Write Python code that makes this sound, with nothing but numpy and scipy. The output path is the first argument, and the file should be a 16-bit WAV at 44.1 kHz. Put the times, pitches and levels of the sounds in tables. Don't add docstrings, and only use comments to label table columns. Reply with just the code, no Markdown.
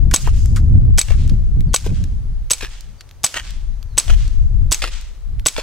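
import sys
import numpy as np
from scipy import signal
from scipy.fft import rfft, irfft, next_fast_len
from scipy.io import wavfile
from scipy.ndimage import uniform_filter1d, minimum_filter1d

SR = 44100
rng = np.random.default_rng(int(sys.argv[2]) if len(sys.argv) > 2 else 0)


def store_wav(level_fs):
    pcm = np.round(np.clip(np.atleast_2d(level_fs), -1, 1) * 32767)
    wavfile.write(sys.argv[1], SR, pcm.T.astype(np.int16))


N = 247842
TIME = np.arange(N) / SR
LN_1000 = np.log(1000)


def from_db(db):
    return 10 ** (np.asarray(db) / 20)


def at_hz(points, hz):
    f, value = np.transpose(points)
    return np.interp(np.log(np.maximum(hz, 1)), np.log(f), value)


def noise(spectrum, likeness):
    size = next_fast_len(N)
    hz = np.arange(size // 2 + 1) * SR / size
    alike = np.clip(at_hz(likeness, hz), -.9, 1)
    mid, side = rfft(rng.standard_normal((2, size)))
    stereo = np.sqrt(1 + alike) * mid + np.sqrt(1 - alike) * side * [[1], [-1]]
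    x = irfft(from_db(at_hz(spectrum, hz)) * stereo, size)[:, :N]
    return x / x.mean(0).std()


def drift(rate):
    knots = rng.standard_normal(N // 20)
    return np.interp(TIME * rate, np.arange(len(knots)), knots)


def bursts(times, levels_db, t60):
    out = np.zeros(N)
    for s, db in zip(times, levels_db):
        part = slice(int(s * SR), min(N, int(s * SR) + SR // 4))
        out[part] += from_db(db) * np.exp(-LN_1000 * (TIME[part] - TIME[part][0]) / t60)
    return out


def ring(force, hz, t60):
    r, w = np.exp(-LN_1000 / (t60 * SR)), 2 * np.pi * hz / SR
    return signal.lfilter([0, np.sin(w)], [1, -2 * r * np.cos(w), r * r], force + 1e-18)


def knock(source, s, db, hz, t60, width):
    edges = [hz / (1 + width), min(hz * (1 + width), .45 * SR)]
    band = signal.butter(1, edges, "band", fs=SR, output="sos")
    start = int(s * SR)
    x = signal.sosfilt(band, source[:, start:start + SR // 4])
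    out = np.zeros((2, N))
    out[:, start:start + x.shape[1]] = x / x.std()
    return out * bursts([s], [db], t60)


# f/Hz, left-right correlation
ALL_AROUND = [(25, 0.3), (60, 0.65), (200, 0.69), (800, 0.64), (1800, 0.84), (3500, 0.39), (6000, 0),
              (14000, 0)]


def turbulence(spectrum, steady_s):
    x = noise(spectrum, ALL_AROUND)
    return x / np.sqrt(uniform_filter1d(x.mean(0) ** 2, int(steady_s * SR)) + 0.036)


# f/Hz, relative level/dB
BUFFET_COLOUR = [(10, -10), (22, 7), (35, 7), (55, 0.5), (80, -19), (140, -38), (300, -82), (1000, -130)]
FLUTTER_COLOUR = [(30, -29.5), (55, -4), (75, 3), (110, -3.5), (160, -19.5), (230, -27), (400, -42.5),
                  (900, -57.5), (4000, -120)]
EDDY_COLOUR = [(70, -8), (125, 9.5), (180, 2), (300, -13), (500, -25), (1000, -41.5), (3000, -56),
               (12000, -100)]
# t/s, relative level/dB of buffeting, of flutter, of eddies
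GUSTS = [(0.0, -12, -19, -24.5), (0.402, -14, -18, -28), (0.78, -11.5, -9.0, -22), (1.05, -14, -23, -36),
         (1.251, -13.5, -16.0, -26.5), (1.421, -14.5, -25.5, -34.5), (1.548, -13, -22.0, -27),
         (2.001, -21.5, -22, -28.5), (2.36, -21.5, -33, -42), (2.522, -29.5, -41.5, -51.5),
         (2.87, -34, -51, -52), (2.999, -46.5, -47, -59.5), (3.332, -42.5, -44, -50.5),
         (3.56, -23, -41.5, -44.5), (3.921, -28.5, -35, -47.5), (4.15, -11.5, -23.5, -32.5),
         (4.319, -19.5, -30.5, -38), (4.66, -12.5, -19, -35.5), (4.82, -21.5, -43.5, -56.5),
         (5.15, -34.5, -54, -53), (5.379, -19.5, -29.5, -42.5), (5.62, -33, -58, -54)]
# t/s, left minus right level/dB (flutter follows it in part, eddies not at all)
WIND_SIDE_COURSE = [(0.0, 5.5), (.75, -0.5), (1.2, 5), (2.2, -0.5), (3.6, 7), (4.7, 7.5), (5.4, 0)]


def wind(buffet_db=0.0, flutter_db=0.0, eddy_db=-3.5, flutter_side=0.73,
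         lumpy_db=1.5, eddy_lumpy_db=5.5, lumps_per_s=18):
    s, *levels = np.transpose(GUSTS)
    low_db, middle_db, high_db = [np.interp(TIME, s, db) for db in levels]
    side_db = np.interp(TIME, *np.transpose(WIND_SIDE_COURSE)) * [[.5], [-.5]]
    low_db = low_db + buffet_db + side_db + lumpy_db * drift(lumps_per_s)
    middle_db = middle_db + flutter_db + flutter_side * side_db + lumpy_db * drift(lumps_per_s)
    high_db = high_db + eddy_db + eddy_lumpy_db * drift(28)
    buffet = turbulence(BUFFET_COLOUR, steady_s=0.065) * from_db(low_db)
    flutter = turbulence(FLUTTER_COLOUR, steady_s=0.13) * from_db(middle_db)
    return buffet + flutter + noise(EDDY_COLOUR, ALL_AROUND) * from_db(high_db)


# f/Hz, relative level/dB
AIR_COLOUR = [(30, 19), (150, 0), (400, 4.5), (1200, -0.5), (2500, -6.5), (5000, -6.5), (6200, -14.5),
              (8000, -10.5), (16000, -18.5)]


def air_and_insects(air_db=-54.0, insect_db=-70.0):
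    air = from_db(air_db) * noise(AIR_COLOUR, ALL_AROUND)
    insects = noise([(4800, -29.5), (5900, -7.0), (6500, -7.5), (7600, -33.0)], ALL_AROUND)
    return air + from_db(insect_db + 3.3 * drift(3.9)) * insects


# f/Hz, left-right correlation
FAR_SPOT = [(100, 0.5), (500, 0.87), (2000, 0.89), (6000, 0.69), (14000, 0.69)]


def contact_noise():
    return noise([(300, -13.5), (1300, 8), (6000, -2.5), (16000, -7.5)], FAR_SPOT)


# t/s, level/dB, centre f/Hz, t60/s
SMALL_KNOCKS = [(0.113, -23, 1910, 0.029), (0.112, -26.5, 6000, 0.039), (0.5605, -28, 6050, 0.1),
                (0.565, -28.5, 1590, 0.082), (0.757, -35, 1190, 0.0077), (1.2953, -30.5, 5080, 0.026),
                (3.0083, -31, 4260, 0.027), (3.091, -42, 5870, 0.017)]


def knocks(width=0.46):
    source = contact_noise()
    return sum(knock(source, s, db, hz, t60, width) for s, db, hz, t60 in SMALL_KNOCKS)


# f/Hz, left-right correlation
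CLOSE_AHEAD = [(100, 0.92), (600, 0.99), (2000, 1), (4000, 1), (8000, 0.86), (14000, 0.54)]
# f/Hz, relative level/dB
CLACK_COLOUR = [(200, -23), (900, -28), (2000, -0.5), (4200, 2), (6600, 6), (9000, 1.5), (12000, -10),
                (16000, -13.5)]
# f/Hz, relative level/dB, t60/s
STEEL_MODES = [(2300, -10, 0.04), (2537, -15, 0.047), (3130, -19.5, 0.044), (3800, -7.5, 0.03),
               (4320, -11.5, 0.034), (4920, -18, .035), (5520, -24, .035), (5800, -15.5, 0.024),
               (6350, 1, 0.021), (7960, -1, 0.046), (9100, -13, 0.004), (10750, -26, 0.037),
               (13790, -16.5, .025)]
# f/Hz, extra level/dB
REAR_STOP_TILT = [(2250, -12.5), (4350, -2), (6520, -11.5), (7940, -16.5), (9400, 12), (14010, 6)]
HAMMER_LEAD_S, REBOUND_LAG_S = .0055, .0132
RASP_DB, RASP_T60_S = -27, .12


def action(fired, rear, closed, rear_db, close_db, scatter_db=1.0, spread=.25):
    times = np.concatenate([fired - HAMMER_LEAD_S, rear, closed, closed + REBOUND_LAG_S])
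    hammer_db = np.full(len(fired), -23.0)
    levels = np.concatenate([hammer_db, rear_db - 2, close_db + .5, close_db - 29.0])
    at_stop = np.repeat([0, 1, 0, 0], len(fired))
    contact = uniform_filter1d(bursts(times, levels - 3, t60=0.0095), SR // 2000)
    sliding = bursts(rear, rear_db + RASP_DB, t60=RASP_T60_S)
    out = noise(CLACK_COLOUR, CLOSE_AHEAD) * (contact + sliding)
    for hz, db, t60 in STEEL_MODES:
        tilt_db = at_stop * at_hz(REAR_STOP_TILT, hz)
        scatter = scatter_db * rng.standard_normal(len(times))
        strength = from_db(levels + db - 8.5 + tilt_db + scatter)
        sides = 1 + spread * rng.uniform(-0.75, 1, len(times)) * [[1], [-1]]
        force = np.zeros((2, N))
        force[:, (times * SR).astype(int)] = strength * rng.choice([-1, 1], len(times)) * sides
        out += ring(force, hz, t60)
    return out


# f/Hz, relative level/dB
CRACK_COLOUR = [(100, -6.5), (300, -4.5), (1100, -3), (1900, -11), (3000, -0.5), (6200, -0.5), (9000, -5),
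                (12000, -11), (16000, -24.5)]
PUFF_COLOUR = [(80, 16.5), (200, -1), (600, -7), (1100, -15.5), (1600, -13), (2200, -35.5), (6000, -7)]
JET_COLOUR = [(500, -9.5), (3000, -13.5), (5400, -24.5), (6000, 2.5), (6600, -2), (7200, -13),
              (11000, -11.5), (16000, -29.5)]
# f/Hz, relative level/dB, t60/s
CHAMBER_MODES = [(515, -23.5, .03), (678, -29, 0.056), (1114, -13.5, 0.027), (1453, -17, 0.025),
                 (1820, -35, 0.024), (6000, -22.5, 0.011)]
PUFF_LAG_S, JET_LAG_S = .0021, .0034


def report(fired, crack_db, gas_db, ring_db):
    crack_level = bursts(fired, crack_db - 7, t60=0.0084) + bursts(fired, crack_db - 11.5, t60=0.14)
    crack = noise(CRACK_COLOUR, CLOSE_AHEAD) * crack_level
    puff = noise(PUFF_COLOUR, CLOSE_AHEAD) * bursts(fired + PUFF_LAG_S, gas_db - 20.5, t60=0.011)
    jet_level = uniform_filter1d(bursts(fired + JET_LAG_S, gas_db + 0.5, t60=0.013), SR // 1500)
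    jet = noise(JET_COLOUR, CLOSE_AHEAD) * jet_level
    force = np.zeros(N)
    hits = ((fired + PUFF_LAG_S) * SR).astype(int)
    for hz, db, t60 in CHAMBER_MODES:
        strength = from_db(ring_db + db + rng.standard_normal(len(fired)))
        force[hits] = strength * rng.choice([-1, 1], len(fired))
        puff = puff + ring(force, hz, t60)
    return crack + puff + jet


def stop_ping(rear, rear_db, ping_db=-5.0, hold_s=0.0087, linger_db=-53.5):
    out = np.zeros((2, N))
    after = np.arange(SR // 8) / SR
    early = np.array([[0], [5e-6]])
    note = np.sin(2 * np.pi * 7940 * (after + early))
    damped = from_db(ping_db) * np.exp(-(after / hold_s) ** 2)
    level = damped + from_db(linger_db) * (1 - after / after[-1])
    for s, db in zip(rear, rear_db):
        start = int(s * SR)
        out[:, start:start + len(after)] += from_db(db) * level * note
    return out


def echo(fired, levels_db, groups, spectrum, likeness, grain_db, ripple_db):
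    size = next_fast_len(SR)
    after, hz = TIME[:size], np.arange(size // 2 + 1) * SR / size
    power = 0
    for delay, rise, hold, db, t60 in groups:
        swell = np.clip((after - delay) / rise, 0, 1)
        dying = np.exp(-LN_1000 * np.maximum(after - delay - rise - hold, 0) / t60)
        power = power + (from_db(db) * swell * dying) ** 2
    scatter = noise(spectrum, likeness) * from_db(grain_db * drift(700))
    out = np.zeros((2, N))
    for s, gain_db in zip(fired, levels_db):
        start = int(s * SR)
        part = slice(start, start + size)
        wobble = np.interp(np.sqrt(hz), np.linspace(0, 150, 70), rng.standard_normal(70))
        coloured = irfft(rfft(scatter[:, part], size) * from_db(ripple_db * wobble), size)
        out[:, part] += (from_db(gain_db) * np.sqrt(power) * coloured)[:, :N - start]
    return out


# delay t/s, rise t/s, hold t/s, relative level/dB, t60/s
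GROUND_GROUPS = [(0.012, .006, 0.0094, -13.5, 0.082), (0.033, 0.016, .02, -30.5, .3),
                 (.08, .05, .1, -53, .9)]
# f/Hz, relative level/dB
GROUND_COLOUR = [(150, -22.5), (800, -8.5), (2000, -2.5), (4000, -0.5), (6500, 2.5), (8000, -1.5),
                 (10000, -7), (16000, -19.5)]


def ground_echo(fired, crack_db):
    return echo(fired, crack_db / 2, GROUND_GROUPS, GROUND_COLOUR, ALL_AROUND, grain_db=3.5, ripple_db=0.5)


# delay t/s, rise t/s, hold t/s, relative level/dB, t60/s
WASH_GROUPS = [(0.037, 0.04, 0.012, -28, 0.046), (.19, 0.045, 0.026, -47, 0.95)]
# f/Hz, relative level/dB
WASH_COLOUR = [(1500, -32.5), (4000, -11), (5000, 3), (5600, -3), (6500, 4.5), (8500, -6.5), (11000, -11.5),
               (16000, -22.5)]


def first_wash(fired):
    return echo(fired[:1], [0], WASH_GROUPS, WASH_COLOUR, ALL_AROUND, grain_db=1, ripple_db=1)


# delay t/s, rise t/s, hold t/s, relative level/dB, t60/s
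BERM_GROUPS = [(.101, 0.0016, .003, -28.5, 0.027), (.108, .014, 0.0067, -30, 0.1),
               (.12, 0.021, .022, -39.5, 0.071)]
# f/Hz, relative level/dB
BERM_COLOUR = [(100, -13), (300, -8), (550, -1.5), (1300, 0.5), (2800, 4), (4500, -2.5), (7000, -6.5),
               (11000, -13.5), (16000, -26)]


def berm_echo(fired, echo_db):
    return echo(fired, echo_db, BERM_GROUPS, BERM_COLOUR, FAR_SPOT, grain_db=4.5, ripple_db=4.0)


# t/s, relative level/dB, pitch of the thud f/Hz
BULLET_HITS = [(0.274, -12, 1228), (1.107, -17.5, 604), (1.864, -13, 480), (2.628, -14.5, 350.6),
               (3.361, -17, 1500), (4.1, -19, 1470), (4.84, -9, 1386), (5.583, -9.5, 550)]


def impacts(thud_db=-5.5, spray_db=-22.5):
    earth = noise([(100, -19), (300, 6.5), (1500, -14), (5000, -20), (16000, -24)], FAR_SPOT)
    thuds = sum(knock(earth, s, db + thud_db, hz, t60=0.042, width=0.094) for s, db, hz in BULLET_HITS)
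    s, db, hz = np.transpose(BULLET_HITS)
    slap = earth * bursts(s, db - 8.5, t60=0.014)
    grit = noise(CLACK_COLOUR, FAR_SPOT) * from_db(1.2 * drift(720))
    return thuds + slap + grit * bursts(s, db + spray_db, t60=0.015)


# delay t/s, rise t/s, hold t/s, relative level/dB, t60/s
FOREST_GROUPS = [(0.181, 0.023, 0.036, -43.5, .55)]
# f/Hz, relative level/dB
FOREST_COLOUR = [(150, -19.5), (500, -8.5), (900, -3), (1600, 1.5), (3200, 6), (6200, 0.5), (8200, -2.5),
                 (11000, -21), (16000, -27)]
FOREST_FOLLOWS = 0.62


def forest_echo(fired, echo_db):
    levels_db = FOREST_FOLLOWS * echo_db
    return echo(fired, levels_db, FOREST_GROUPS, FOREST_COLOUR, ALL_AROUND, grain_db=2.0, ripple_db=1.0)


# t/s, level/dB
CASE_LANDINGS = [(.458, -26.5), (1.277, -33), (2.040, -29.5), (2.808, -30), (3.506, -30), (4.2783, -31.5),
                 (5.012, -32.5)]
CASE_HZ, CASE_T60_S = 6660, 0.014


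def falling_cases():
    source = contact_noise()
    return sum(knock(source, s, db, CASE_HZ, CASE_T60_S, width=0.33) for s, db in CASE_LANDINGS)


# t/s, level/dB
TRIGGER_CLICKS = [(.877, -57.5), (1.607, -27), (3.1115, -34), (3.828, -29), (5.396, -27.5)]
TRIGGER_HZ, TRIGGER_T60_S = 3900, 0.0073
SPRING_HZ, SPRING_DB, SPRING_T60_S = 12500, -19.0, .048


def trigger():
    source = contact_noise()
    clicks = sum(knock(source, s, db, TRIGGER_HZ, TRIGGER_T60_S, width=0.3) for s, db in TRIGGER_CLICKS)
    s, db = np.transpose(TRIGGER_CLICKS)
    ping = np.sin(2 * np.pi * SPRING_HZ * TIME) * bursts(s, db + SPRING_DB, SPRING_T60_S)
    return clicks + ping


# t/s, length t/s, from f/Hz, to f/Hz, relative level/dB
BIRD_NOTES = [(1.516, .07, 3520, 3370, -67), (1.67, 0.06, 4900, 3920, -52),
              (2.98, 0.052, 4660, 4450, -45.5), (3.718, 0.043, 4300, 3780, -61),
              (3.87, 0.13, 4740, 3600, -55.5)]


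def bird(bird_db=-3.5):
    out = np.zeros(N)
    for s, length, from_hz, to_hz, db in BIRD_NOTES:
        part = np.clip((TIME - s) / length, 0, 1)
        hz = from_hz + (to_hz - from_hz) * part + 130 * drift(430)
        out += from_db(db + bird_db) * np.sin(np.pi * part) * np.sin(2 * np.pi * np.cumsum(hz) / SR)
    return out


# fired t/s, slide cycle t/s, then relative level/dB of crack, gas, suppressor ring,
# rear stop, its clear note, closing slide, echo from downrange
SHOT_LIST = [(0.1383, .0232, 0.5, 5, 4, 2, 4, 2, -8.5), (.9820, 0.032, -6.5, -5, -13.5, 4, 4, -2, -2.5),
             (1.7399, 0.022, -4.5, 3.5, 7, 2.5, 4, 2, -9), (2.5065, 0.027, -8, -4, -21, 3.5, 3.5, -3, -1),
             (3.2397, .0240, -4, 0.5, 4, 2.5, 2.5, -4.5, 4.5),
             (3.9779, .0203, 0, 3.5, -6.5, 5.5, 10, -2, 2.5),
             (4.7179, 0.027, -5.5, -7.5, -6, 3.5, 1, -6, 8),
             (5.4605, 0.024, -4.5, -2.5, 5.5, 7, 5.5, -2.5, 0.5)]
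REAR_SHARE = .275
PISTOL_DB = 12
BERM_LAG = 2


def scene():
    columns = np.transpose(SHOT_LIST)
    fired, cycle, crack_db, gas_db, ring_db, rear_db, note_db, close_db, echo_db = columns
    rear, closed = fired + REAR_SHARE * cycle, fired + cycle
    weather = wind() + air_and_insects() + bird()
    contacts = knocks() + falling_cases() + trigger()
    pistol = action(fired, rear, closed, rear_db, close_db)
    pistol = pistol + report(fired, crack_db, gas_db, ring_db) + stop_ping(rear, note_db)
    left, right = berm_echo(fired, echo_db) + impacts()
    berm = np.array([left, np.pad(right, (BERM_LAG, 0))[:N]])
    answer = ground_echo(fired, crack_db) + first_wash(fired) + berm + forest_echo(fired, echo_db)
    return from_db(PISTOL_DB) * pistol + answer + contacts + weather


CUTOFF_HZ = 15800


def record(dry, limit_db=-18.0, squeeze=0.74, ahead_s=.004, hold_s=0.031, release_db_per_s=209.5):
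    middle = signal.butter(2, [300, 5500], "band", fs=SR, output="sos")
    sensed = signal.sosfilt(middle, dry)
    power = uniform_filter1d(np.mean(sensed ** 2, 0), SR // 250)
    over_db = squeeze * np.maximum(10 * np.log10(np.abs(power) + 1e-12) - limit_db, 0)
    widest_db = -minimum_filter1d(-over_db, int(hold_s * SR))
    held_db = np.interp(TIME + ahead_s - hold_s / 2, TIME, widest_db)
    release_db = release_db_per_s * TIME
    duck_db = np.maximum.accumulate(held_db + release_db) - release_db
    x = dry * from_db(-uniform_filter1d(duck_db, SR // 500))
    x = x * np.minimum(TIME / .004, 1)
    x = x / (1 + x ** 6) ** (1 / 6)
    return signal.sosfilt(signal.ellip(12, .1, 70, CUTOFF_HZ, fs=SR, output="sos"), x)


dry = scene()
out = record(dry)
store_wav(out)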